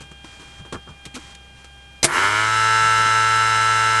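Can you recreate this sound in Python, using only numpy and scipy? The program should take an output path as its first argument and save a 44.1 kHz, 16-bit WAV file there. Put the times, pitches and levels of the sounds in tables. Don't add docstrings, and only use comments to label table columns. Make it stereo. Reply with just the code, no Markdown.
import sys
import numpy as np
from scipy.fft import rfft, irfft, next_fast_len
from scipy.io import wavfile
from scipy.ndimage import map_coordinates

SR = 44100
rng = np.random.default_rng(int(sys.argv[2]) if len(sys.argv) > 2 else 0)


def put_to_file(sound):
    columns = np.atleast_2d(sound).T
    safe = np.clip(columns, -1, 1)
    whole_steps = np.round(safe * 32767)
    wavfile.write(sys.argv[1], SR, whole_steps.astype(np.int16))


N = 176400

# (f/Hz, level/dB)
STEREO_WIDTH = [(60, -9), (250, -13), (600, -7), (1300, -9), (3000, -6), (8000, -3)]
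STEREO_BALANCE = [(60, -4.5), (110, -4), (350, -2.5), (1300, -1.5), (2000, -.8), (3400, .5), (11000, .5)]
# (f/Hz, level/dB)
AIR_SPECTRUM = [(25, -6), (70, -5.5), (130, 2), (250, -8), (500, -11), (1200, -13.5), (3000, -15.5),
                (8000, -22.5), (11500, -30)]
# (harmonic number, level/dB)
WHINE_HARMONICS = [(2, -58.5), (3, -68.5), (4, -55.5), (5, -74), (6, -50.5), (7, -60), (8, -46.5),
                   (9, -65.5)]
# (t/s, level/dB)
WHINE_TREBLE_GAIN = [(.7, -2), (1.25, -2.5), (1.45, -4)]
# (harmonic number, t/s, depth/dB)
WHINE_DIPS = [(4, 0.915, 21), (6, 0.85, 12), (8, 0.96, 9)]

# (t/s, level/dB, T60/s, thud gain/dB, scuff gain/dB, thud f/Hz)
BUMP_EVENTS = [(.004, -38, 0.15, -1.5, 0.5, 141), (0.113, -34.5, 0.049, -1.5, -3.5, 150),
               (.243, -33.5, 0.064, -4, -5, 300), (.395, -44, 0.42, -8, -3, 280),
               (.596, -44, 0.12, 10.5, -13, 135), (0.649, -38, 0.14, -10, -10, 119),
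               (.724, -24.5, 0.1, -8.5, -4, 173), (.744, -25.5, 0.097, -5.5, -30, 117),
               (0.871, -36.5, .097, -8, -24, 159), (.887, -41.5, 0.18, 5, -8, 128.5),
               (1.052, -36, 0.076, -6, 7, 297), (1.06, -48.5, 0.092, 10.5, -12, 131),
               (1.142, -41, 0.083, 6.5, 10, 260), (1.152, -36.5, 0.068, -18, 7, 260),
               (1.163, -32.5, 0.1, -2.5, -9, 287), (1.348, -51, .044, -10, 17, 200),
               (1.642, -40.5, .077, -11, 2, 298), (2.82, -42.5, .2, 7, -10, 151),
               (2.981, -33.5, 0.25, -11, -2, 161), (3.061, -32.5, .22, -21, -2, 310)]
# (f/Hz, level/dB)
KNOCK_SPECTRUM = [(100, 0.5), (400, 6), (700, -4.5), (1200, 2.5), (1700, -4), (2600, -35), (5000, -27),
                  (11000, -42)]
SCUFF_SPECTRUM = [(500, -38), (2400, 0.5), (4500, -4.5), (8000, -6), (11500, -17.5)]
SLEEVE_SPECTRUM = [(100, 6), (500, -5.5), (1200, 0.5), (2500, -2.5), (4500, -5), (8000, -7.5), (11500, -22)]
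# (onset t/s, duration/s, level/dB)
SLEEVE_STROKES = [(0.225, 0.407, -48.5), (1.163, 0.19, -46.5), (1.54, 0.11, -53)]

# (t/s, level/dB, T60/s, ring gain/dB, crack gain/dB)
SWITCH_CONTACTS = [(2.0298, -14.5, 0.05, 5.5, -0.5), (2.038, -19.5, 0.035, 4, -2),
                   (2.0432, -13.5, 0.036, -5, 8), (2.0487, -18, 0.04, -17, -1),
                   (2.0496, -24.5, 0.11, -10, 5)]
# (f/Hz, level/dB, T60/s)
LEVER_MODES = [(2093, -3, 0.12), (4110, 4.5, 0.022), (4890, 4, 0.031), (6080, 3.5, .03), (6500, 2, .02),
               (7480, 3, 0.023)]
PANEL_MODES = [(145, -31.5, 0.42), (345, -24.5, 0.35), (640, -18, 0.13)]
# (f/Hz, level/dB)
PANEL_SPECTRUM = [(40, -11), (150, -6), (350, -1), (650, 0), (1200, -4), (2200, -3), (3200, -7), (5500, -7),
                  (9000, -13), (11500, -19)]
CRACK_SPECTRUM = [(500, -10), (3000, -8.5), (6500, -9), (8900, -3.5), (10500, -7.5), (11600, -19.5)]

# (f/Hz, level/dB)
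RATTLE_SPECTRUM = [(80, -16), (180, -4), (380, 0), (700, -5.5), (1000, 9.5), (1400, 3), (1750, 9.5),
                   (2400, -3), (3000, -14), (3800, -17), (10000, -14)]
RASP_SPECTRUM = [(1500, -22), (2100, -4), (2450, -7), (2800, 9), (3400, -17), (6000, -24)]
BRUSH_SPECTRUM = [(60, -27.5), (200, -18), (330, -17.5), (560, -20), (760, -8), (1100, -6.5), (1350, 0),
                  (1700, -1), (1850, -12), (2150, -3.5), (2520, -14), (2920, -9), (3500, -15), (8400, -16),
                  (9500, -28), (10600, -18), (11400, -27)]
# (t/s, level/dB)
RATTLE_ENVELOPE = [(2.05, -29), (2.09, -25.5), (2.16, -22.5), (2.21, -26), (2.25, -26), (2.3, -31),
                   (2.4, -37), (2.7, -59)]
UNPRIMED_ENVELOPE = [(2.05, -46), (2.11, -32), (2.14, -30), (2.18, -23), (2.21, -24), (2.25, -21),
                     (2.3, -25), (2.36, -22.5), (2.5, -22)]
PRIMED_ENVELOPE = [(2.47, -22), (2.55, -20), (2.74, -18), (3.1, -18.8), (3.7, -19.5), (4, -19)]
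# (f/Hz, level/dB)
HOUSING_RESPONSE = [(200, -32), (390, -14), (500, -28), (640, -16), (740, -27), (930, -9), (1080, -10),
                    (1180, -16), (1320, 0), (1500, -5), (1620, -13), (1710, -4), (1890, -19), (2080, -8),
                    (2290, -10), (2600, -26), (3000, -17), (3500, -24), (8000, -31), (11000, -41)]
# (multiple of the shaft rate, level/dB)
PUMP_HARMONICS = [(2, -40), (3, -31), (4, -22), (5, -28), (6, -26), (7, -32), (8, -10), (9, -19),
                  (10, -24.5), (11, -22), (12, 0), (13, -12.5), (14, -8), (15, -10), (16, -12), (17, -17.5),
                  (18, -18), (19, -13), (20, -20), (21, -27), (22, -26.5), (23, -23), (24, -26), (25, -15),
                  (27, -21), (28, -26), (32, -24), (35, -24), (36, -15.5), (40, -25.5), (47, -21),
                  (48, -24), (54, -24), (56, -23), (65, -25)]
# (f/Hz, level/dB)
BUZZ_SPECTRUM = [(3400, -29), (4600, -34.5), (8400, -32.5), (9400, -43), (10600, -37), (11400, -50)]
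METAL_HZ = [2950, 3950, 5280, 6200, 7300, 8250]

PUMP_START_S, FULL_SPEED_HZ = 2.05, 110.68


def amp(db):
    return 10 ** (np.asarray(db) / 20)


def along(points, hz):
    f, db = np.transpose(points)
    return np.interp(np.log(hz + 1), np.log(f + 1), db)


def clock():
    return np.arange(N) / SR


def curve(points):
    return np.interp(clock(), *np.transpose(points))


def wobble(rate):
    knots = rng.standard_normal(8192)
    return map_coordinates(knots, [clock() * rate + 2], mode="wrap")


def filtered(x, response):
    size = next_fast_len(N + SR // 2)
    return irfft(rfft(x, size) * response(np.fft.rfftfreq(size, 1 / SR)), size)[..., :N]


def noise(spectrum, gate=1):
    def response(hz):
        mid_db = along(spectrum, hz)
        return amp([mid_db, mid_db + along(STEREO_WIDTH, hz)])
    mid, side = filtered(gate * rng.standard_normal((2, N)), response)
    pair = np.array([mid + side, mid - side])
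    return pair / np.sqrt(np.mean(pair ** 2) + 1e-20)


def strike(onset, attack_s, t60):
    age = np.maximum(clock() - onset, 0)
    return (1 - np.exp(-age / attack_s)) * np.exp(-np.log(1000) * age / t60)


def ringing(modes, onset, attack_s):
    return sum(amp(db) * strike(onset, attack_s, t60) * np.sin(2 * np.pi * (hz * clock() + rng.random()))
               for hz, db, t60 in modes)


def background(whine_hz=400.7, dip_s=0.046, hum_hz=65.5, hum_db=-51, air_db=-50.5):
    t, whine = clock(), np.zeros(N)
    phase = 2 * np.pi * np.cumsum(whine_hz + 0.19 * wobble(3.99)) / SR
    treble_db = curve(WHINE_TREBLE_GAIN)
    for k, db in WHINE_HARMONICS:
        dip_db = sum(depth * np.exp(-((t - s) / dip_s) ** 2) for line, s, depth in WHINE_DIPS if line == k)
        gain = amp(db + (k > 5) * treble_db - dip_db + 1.2 * wobble(6.37))
        whine += gain * np.sin(k * phase + 2 * np.pi * rng.random())
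    hum = amp(hum_db + wobble(8.8)) * np.sin(2 * np.pi * hum_hz * t + 0.27 * wobble(8.0))
    return np.sqrt(2) * (whine + hum) + amp(air_db) * noise(AIR_SPECTRUM)


def bumps(thud_stretch=1.47, grit_db=2.5):
    t, out = clock(), np.zeros((2, N))
    knock, scuff = noise(KNOCK_SPECTRUM), noise(SCUFF_SPECTRUM, amp(grit_db * wobble(900)))
    waver = 1.03 * wobble(110)
    for onset, db, t60, thud_db, scuff_db, thud_hz in BUMP_EVENTS:
        tone = np.sqrt(2) * np.sin(2 * np.pi * thud_hz * (t - onset) + waver)
        thud = tone * strike(onset, 0.0028, t60 * thud_stretch)
        contact = strike(onset, 0.0021, t60) * (knock + amp(scuff_db) * scuff)
        out += amp(db) * (contact + amp(thud_db) * thud)
    return out


def sleeve(ramp_s=0.032):
    t = clock()
    cloth = noise(SLEEVE_SPECTRUM) * amp(1.2 * wobble(40.4))
    return sum(amp(db) * cloth * np.clip(np.minimum(t - onset, onset + length - t) / ramp_s, 0, 1)
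               for onset, length, db in SLEEVE_STROKES)


def switch():
    out = np.zeros((2, N))
    panel, crack = noise(PANEL_SPECTRUM), noise(CRACK_SPECTRUM)
    for onset, db, t60, ring_db, crack_db in SWITCH_CONTACTS:
        click = strike(onset, 0.00025, t60) * (panel + amp(crack_db) * crack)
        ring = .5 * amp(ring_db) * ringing(LEVER_MODES, onset, .0001)
        out += amp(db) * (click + ring)
    slam_s = SWITCH_CONTACTS[2][0]
    return out + ringing(PANEL_MODES, slam_s, 0.0027)


def shaft(deficit_hz=61, time_constant_s=.115):
    age = np.maximum(clock() - PUMP_START_S, 0)
    hz = FULL_SPEED_HZ - deficit_hz * np.exp(-age / time_constant_s)
    return hz, 2 * np.pi * np.cumsum(hz + 0.0368 * wobble(25.02)) / SR


def metal_db(hz, width_hz=210, peak_db=6):
    return sum(peak_db * np.exp(-((hz - centre) / width_hz) ** 2) for centre in METAL_HZ)


def pump_rasp():
    return amp(-21) * noise(RASP_SPECTRUM) * strike(onset=2.143, attack_s=0.0032, t60=0.2)


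def pump_tone(shaft_hz, angle, primed_s=2.49, priming_s=0.03, growl_db=8, spread_db=2, flutter_db=.6):
    t, tone = clock(), np.zeros((2, N))
    step = SR // 200
    ticks = t[::step]
    primed = .5 + .5 * np.tanh((ticks - primed_s) / priming_s / 2)
    load = np.abs(1 - shaft_hz / FULL_SPEED_HZ)
    rough_angle = angle + (0.05 * load + .001) * wobble(260)
    harmonic_db = dict(map(tuple, PUMP_HARMONICS))
    start_db, run_db = curve(UNPRIMED_ENVELOPE)[::step], curve(PRIMED_ENVELOPE)[::step]
    for k in range(2, 104):
        hz = k * shaft_hz[::step]
        buzz_db = along(BUZZ_SPECTRUM, hz) + metal_db(hz) + spread_db * rng.standard_normal()
        primed_db = run_db + harmonic_db.get(k, buzz_db)
        growl = growl_db * load[::step] * (k * FULL_SPEED_HZ < 750)
        unprimed_db = start_db + along(HOUSING_RESPONSE, hz) + .5 * metal_db(hz) + growl
        flutter = flutter_db * np.interp(ticks, np.linspace(0, t[-1], 40), rng.standard_normal(40))
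        gain = amp(primed * primed_db + (1 - primed) * unprimed_db + flutter)
        scatter = .065 * rng.standard_normal()
        stereo_shift = .014 * rng.standard_normal() * np.array([[1], [-1]])
        phase = k * (scatter + stereo_shift) + .09 * k ** 2
        tone += np.interp(t, ticks, gain) * np.sin(k * rough_angle + phase)
    return np.sqrt(2) * tone * (t > PUMP_START_S)


def pump(drone_db=-34.0, brush_depth=0.19, catch_s=2.125, catch_rise_s=0.0094):
    hz, angle = shaft()
    fade_in = strike(PUMP_START_S, 0.024, np.inf)
    drone = np.sqrt(2) * np.sin(angle) * amp(drone_db) * (hz / FULL_SPEED_HZ) ** 6
    catch_swell = 0.83 + 0.57 * np.tanh((clock() - catch_s) / catch_rise_s)
    brushes = noise(BRUSH_SPECTRUM, 1 + brush_depth * np.cos(angle)) * amp(-31.5) * catch_swell
    brushes = filtered(brushes, lambda f: amp(metal_db(f)))
    rattle_pulses = amp(1.6 * np.cos(2 * angle) + 0.98 * wobble(300))
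    rattle = noise(RATTLE_SPECTRUM, rattle_pulses) * amp(curve(RATTLE_ENVELOPE))
    return pump_tone(hz, angle) + fade_in * (drone + brushes + rattle)


def scene():
    mix = pump() + pump_rasp() + switch() + bumps() + sleeve() + background()
    return filtered(mix, lambda hz: amp(np.outer([.5, -.5], along(STEREO_BALANCE, hz))))


def record(dry, cutoff_hz=11480):
    return filtered(np.clip(dry, -1, 1), lambda hz: hz < cutoff_hz)


dry = scene()
out = record(dry)
put_to_file(out)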